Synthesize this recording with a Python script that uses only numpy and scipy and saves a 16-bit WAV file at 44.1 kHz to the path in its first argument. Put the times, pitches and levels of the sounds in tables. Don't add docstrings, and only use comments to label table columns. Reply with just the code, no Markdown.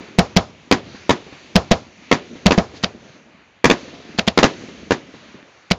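import sys
import numpy as np
from scipy import signal
from scipy.fft import rfft, irfft
from scipy.io import wavfile
from scipy.ndimage import uniform_filter1d

SR = 44100
rng = np.random.default_rng(int(sys.argv[2]) if len(sys.argv) > 2 else 0)


def rack_gain(trim_db):
    fader = np.asarray(trim_db, float)
    return 10 ** (fader / 20)


def to_wav(sig):
    pcm = np.clip(np.atleast_2d(sig), -1, 1) * 32767
    pcm = np.round(pcm).astype(np.int16)
    wavfile.write(sys.argv[1], SR, pcm.T)


N = 254893
T = np.arange(SR // 2) / SR

# start_s, tube_hz, thump_db, crack_db, gas_jet_db
LIFTS = [
    (0.1864, 186, 0.5, 11.5, -5),
    (0.3649, 186, 0, 7, -3),
    (1.5566, 190, 4, 5.5, -3.5),
    (1.7123, 207, 0, 23.5, -1.5),
    (2.46, 192.3, 6.5, 11, -0.5),
    (2.5784, 194, 0.5, 15, -9.5),
]
# start_s, tube_hz, thump_db, crack_db, gas_jet_db
FAR_LIFTS = [
    (2.8372, 194, -12.5, -11, -10),
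    (4.1877, 203, -13.5, -6, -11.5),
    (4.2772, 205, -9, -0.5, -9.5),
    (5.7117, 186, -8.5, 0, -10.5),
]
# start_s, extra path in s by the ground, by the near wall, by the far wall
BURSTS = [
    (.7125, .0099, .233, .441),
    (1.094, .0103, .231, .456),
    (2.1141, .0102, .241, .44),
    (2.508, .0103, .232, .439),
    (3.6427, .0103, .236, .448),
    (3.699, .0105, .237, .447),
    (4.3753, .0105, .234, .454),
    (4.4294, .0096, .256, .44),
    (4.9078, .0105, .232, .435),
]
BURST_DB = [9.6, 7.7, 9.2, 6.9, 10.5, 8.9, 9.1, 15.4, 2.05]


def band(x, hz, width):
    edges = np.clip([hz * 2 ** (-width / 2), hz * 2 ** (width / 2)], 10, .45 * SR)
    return signal.sosfilt(signal.butter(2, edges, "bandpass", fs=SR, output="sos"), x)


def low(x, hz):
    return signal.sosfilt(signal.butter(2, hz, fs=SR, output="sos"), x)


def split(x, centres):
    octave = np.log2(np.maximum(np.arange(len(x) // 2 + 1) * SR / len(x), 1))
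    nodes = np.log2(np.concatenate([[centres[0] / 2], centres, [centres[-1] * 2]]))
    masks = [np.interp(octave, nodes, row) for row in np.eye(len(nodes))[1:-1]]
    return irfft(rfft(x) * np.array(masks), len(x))


def unit(x):
    return x / np.sqrt(np.mean(x ** 2))


def add(out, s, x):
    i = int(s * SR)
    out[i:i + len(x)] += x[:max(N - i, 0)]


def grains(size, spread_db):
    strength = np.minimum(rng.exponential(size=size), 4)
    return rng.standard_normal(size) * rack_gain(spread_db * strength)


def walk(rate):
    k = int(SR / rate)
    steps = np.repeat(rng.standard_normal(N // k + 1), k)
    return 1.3 * uniform_filter1d(uniform_filter1d(steps, k), k)[:N]


def blast(hz, fade, shape, late):
    return -np.cos(2 * np.pi * hz * T + late) * np.exp(-(T / fade) ** shape)


def scatter(table, place, fresh, rise):
    echoes = np.sqrt(1 - fresh) * place + np.sqrt(fresh) * grains(len(T), spread_db=0.5)
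    hz, db, t60 = np.transpose(table)
    tail = 0
    for part, level_db, t60_s in zip(split(echoes, hz), db, t60):
        early = rack_gain(level_db - 60 * T / t60_s)
        late = rack_gain(level_db - 7.5 - 24 * T / t60_s)
        tail = tail + (early + late) * unit(part)
    return tail * (1 - np.exp(-(T / rise) ** 2))


def bed(table, source, flicker_db, rate):
    hz, db = np.transpose(table)
    return unit(sum(rack_gain(d + flicker_db * walk(rate)) * b for b, d in zip(split(source, hz), db)))


def afterglow():
    # after_lift_db, after_burst_db, rise_s, fall_db_per_s, night_floor_db
    glow = (-34, -28.5, 0.2, 30, -61.5)
    lift_db, burst_db, rise_s, fall, floor_db = glow
    shots = [(shot[0], lift_db) for shot in LIFTS + FAR_LIFTS]
    shots += [(-0.11, burst_db)]
    shots += [(shot[0], burst_db + 0.3 * (db - 9.5)) for shot, db in zip(BURSTS, BURST_DB)]
    s, db = np.transpose(shots)[:, :, None]
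    t = np.arange(0, N / SR + .01, .005)
    age = np.maximum(t - s, 0)
    left = rack_gain(2 * (db - fall * age)) * (1 - np.exp(-age / rise_s))
    power = rack_gain(2 * floor_db) + np.sum(left, axis=0)
    return np.interp(np.arange(N) / SR, t, 10 * np.log10(power))


def air():
    # band_hz, density_db (per Hz)
    rumble_bands = [(40, -27), (70, 5), (113, 4.5), (230, 9.5), (400, 5), (600, 1.5), (850, -20)]
    # band_hz, density_db (per Hz)
    sizzle_bands = [(700, 10.5), (1500, 12), (2350, 13.5), (3300, 8), (4500, 6), (5100, 0), (6100, 4.5),
                    (7200, -4)]
    # time_s, sizzle_db
    tails = [(0, -49.5), (.2, -52.5), (.7, -53), (.92, -50), (1.45, -50.5), (1.9, -52.5), (2.22, -50.5),
             (2.9, -51), (3.1, -53), (3.64, -57.5), (3.78, -49), (4.1, -50.5), (4.3, -52), (4.5, -47.5),
             (4.88, -50.5), (5.26, -52), (5.78, -56)]
    # time_s, pitch_hz, level_db
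    rocket = [
        (3.82, 616, -70),
        (3.899, 665, -59),
        (3.97, 695, -56),
        (4.15, 705, -65),
        (4.19, 690, -85),
    ]
    t = np.arange(N) / SR
    rumble_db, sizzle_db = afterglow(), np.interp(t, *np.transpose(tails))
    rumble = bed(rumble_bands, rng.standard_normal(N) * rack_gain(2.1 * walk(64)), flicker_db=2.5, rate=6.1)
    sizzle = bed(sizzle_bands, grains(N, spread_db=0.4) * rack_gain(0.86 * walk(14)), flicker_db=1.66, rate=11)
    dull = low(sizzle, 3500)
    sizzle = dull + rack_gain(1.1 * (sizzle_db + 52)) * (sizzle - dull)
    time_s, hz, db = np.transpose(rocket)
    pitch = np.interp(t, time_s, hz) * (1 + 0.014 * walk(47))
    whistle_db = np.interp(t, time_s, db, left=-200, right=-200) + 6
    whistle = rack_gain(whistle_db) * np.sin(2 * np.pi * np.cumsum(pitch) / SR)
    return rack_gain(rumble_db - 8.0) * rumble + rack_gain(sizzle_db + 3.0) * sizzle + whistle


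def thuds():
    # start_s, peak_db, pitch_hz
    strays = [(0.007, -28.5, 270), (0.067, -53, 200), (1.266, -36, 410), (2.99, -61, 149),
              (3.101, -45, 153), (3.831, -30.5, 232), (4.638, -31, 377), (5.428, -38, 282),
              (5.428, -36, 1820), (5.491, -48, 417)]
    # lag_s, level_db, pitch_hz
    lift_echoes = [(.31, -39, 250), (.429, -45, 153)]
    # lag_s, level_db, pitch_hz
    burst_echoes = [(.352, -41, 285)]
    out = np.zeros(N)
    echoes = [(shot[0] + lag, db, hz) for shot in LIFTS for lag, db, hz in lift_echoes]
    echoes += [(shot[0] + lag, db - 8, hz) for shot in FAR_LIFTS for lag, db, hz in lift_echoes]
    echoes += [(shot[0] + lag, db, hz) for shot in BURSTS for lag, db, hz in burst_echoes]
    for s, db, hz in strays + echoes:
        swing = blast(hz, fade=1.4 / hz, shape=1.5, late=-.5)
        add(out, s, rack_gain(db + 1.5) * low(swing, 2.2 * hz))
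    return out


def lifts():
    # flash_lead_s, flash_db, scatter_db
    batteries = [
        (.0042, -34, -15),
        (.008, -29.5, -27.5),
    ]
    # band_hz, level_db, t60_s
    houses = [(90, -7, 0.12), (190, -7, 0.12), (340, -7.5, 0.092), (565, 7.5, 0.065), (944, -8.5, 0.13),
              (1740, -6.5, 0.074), (3040, -31.5, 0.38), (5250, -21, 0.17)]
    wall_lag_s = .0057
    out, place = np.zeros(N), grains(len(T), spread_db=4.5)
    rows = [shot + battery for shots, battery in zip((LIFTS, FAR_LIFTS), batteries) for shot in shots]
    for s, hz, thump_db, crack_db, jet_db, lead, flash_db, scatter_db in rows:
        ring = blast(hz, fade=0.012, shape=1.64, late=0.0075)
        overtone = blast(hz * 3.217, fade=0.0071, shape=1.1, late=0.29)
        heave = blast(hz * 0.34, fade=0.02, shape=1.0, late=0.72)
        heave = heave + rack_gain(-5.5) * blast(55, fade=0.0068, shape=0.75, late=1.9)
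        add(out, s, rack_gain(thump_db) * (low(ring, 1500) + rack_gain(-15) * heave + rack_gain(-6.5) * overtone))

        crack = rack_gain(crack_db) * blast(330, fade=.0008, shape=1., late=0.)
        add(out, s, crack)
        add(out, s + wall_lag_s, rack_gain(-5) * crack)

        direct = rack_gain(-7.5) * np.exp(-T / 0.0027)
        back = np.exp(-((T - wall_lag_s - .0012) / .0019) ** 2) + rack_gain(-9) * np.exp(-T / .012)
        hiss = unit(low(band(grains(len(T), spread_db=3.5), 2920, 1.86), 4400))
        add(out, s, rack_gain(jet_db) * (direct + back) * hiss)

        flash = (T < lead) * (np.exp(-T / .002) + .5)
        flash = rack_gain(flash_db) * flash * unit(band(rng.standard_normal(len(T)), 2300, 2.4))
        add(out, s - lead, flash)
        add(out, s - lead + wall_lag_s, rack_gain(5) * flash)
        puff = low(blast(230, fade=.004, shape=1.5, late=-.6), 900)
        add(out, s - lead, rack_gain(thump_db - 24) * puff)

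        add(out, s, rack_gain(scatter_db) * scatter(houses, place, fresh=0.38, rise=0.0081))
    return out


def bursts():
    # band_hz, level_db, t60_s
    houses = [(91, -7.5, 0.069), (186, 2, 0.046), (364, -9, 0.14), (523, -11.5, 0.12), (1000, -2.5, 0.069),
              (1584, -3.5, 0.065), (2920, -14, 0.11), (5850, -9, 0.062)]
    yard_lags = [.0084, .0156, .0236, .0296]
    yard_levels = [-15.5, -30, -23, -25.5]
    usual_ground_s = .0103
    out, place = np.zeros(N), grains(len(T), spread_db=4.5)
    for db, (s, ground, near, far) in zip(BURST_DB, BURSTS):
        scatter_db = -19.5 + 0.77 * db
        near_db, far_db = -25 - 0.72 * db, -18 - 0.86 * db
        shock = blast(367, fade=0.0016, shape=2.13, late=0.)
        wake = blast(185, fade=.0045, shape=1.5, late=2.8)
        heave = blast(50, fade=.008, shape=1.5, late=2.2)
        ragged = unit(low(band(grains(len(T), spread_db=2.5), 1830, 3.4), 2740))
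        debris = np.exp(-((T - .0035) / 0.0018) ** 2) * ragged
        shock = rack_gain(db) * (shock + rack_gain(-15.5) * wake + rack_gain(-13) * debris + rack_gain(-26) * heave)
        add(out, s, shock)
        add(out, s + ground, rack_gain(-0.5) * low(shock, 6600))
        for lag, yard_db in zip(yard_lags, yard_levels):
            add(out, s + lag * ground / usual_ground_s, rack_gain(yard_db) * low(shock, 2000))
        tail = rack_gain(scatter_db) * scatter(houses, place, fresh=.5, rise=.005)
        add(out, s + .002, rack_gain(-11) * tail)
        add(out, s + ground, tail)
        add(out, s + near, rack_gain(near_db) * (low(shock, 420) + rack_gain(2) * low(tail, 3500)))
        far_return = rack_gain(-1.5) * low(tail, 500) - rack_gain(1.5) * band(shock, 218, 0.74)
        add(out, s + far, rack_gain(far_db) * far_return)
    return out


def sputters():
    # lag_s, level_db, half_length_s, centre_hz
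    crackle = (.015, -51, .024, 2700)
    # peak_s, level_db, half_length_s, centre_hz
    bright_swell = (2.77, -44, .025, 3800)
    out = np.zeros(N)
    lag, *returned = crackle
    for s, db, half, hz in [bright_swell] + [(s + near + lag, *returned) for s, ground, near, far in BURSTS]:
        swell = np.exp(-((T - 2 * half) / half) ** 2)
        noise = unit(band(grains(len(T), spread_db=1.5), hz, 1.2))
        add(out, s - 2 * half, rack_gain(db) * swell * noise)
    return out


def scene():
    return (air() + thuds() + lifts() + bursts() + sputters())[None]


def roll_off(x):
    return signal.sosfilt(signal.butter(12, 16980, fs=SR, output="sos"), x)


def record(dry):
    overload, ceiling = 0.62, 0.67
    gain_db, squeeze_db, recover_s = 2.13, -125, .5
    x = signal.sosfilt(signal.butter(1, 35, "high", fs=SR, output="sos"), dry)
    x = np.clip(x, -overload, overload)
    x = signal.sosfiltfilt(signal.cheby1(5, .6, 7000, fs=SR, output="sos"), x)
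    keep = np.exp(-1 / (recover_s * SR))
    heard = signal.lfilter([1 - keep], [1, -keep], x ** 2)
    x = x * rack_gain(gain_db + squeeze_db * heard)
    x = np.clip(x, -ceiling, ceiling)
    x = signal.sosfiltfilt(signal.ellip(6, .1, 50, 16200, fs=SR, output="sos"), x)
    return roll_off(x)


dry = scene()
out = record(dry)
to_wav(out)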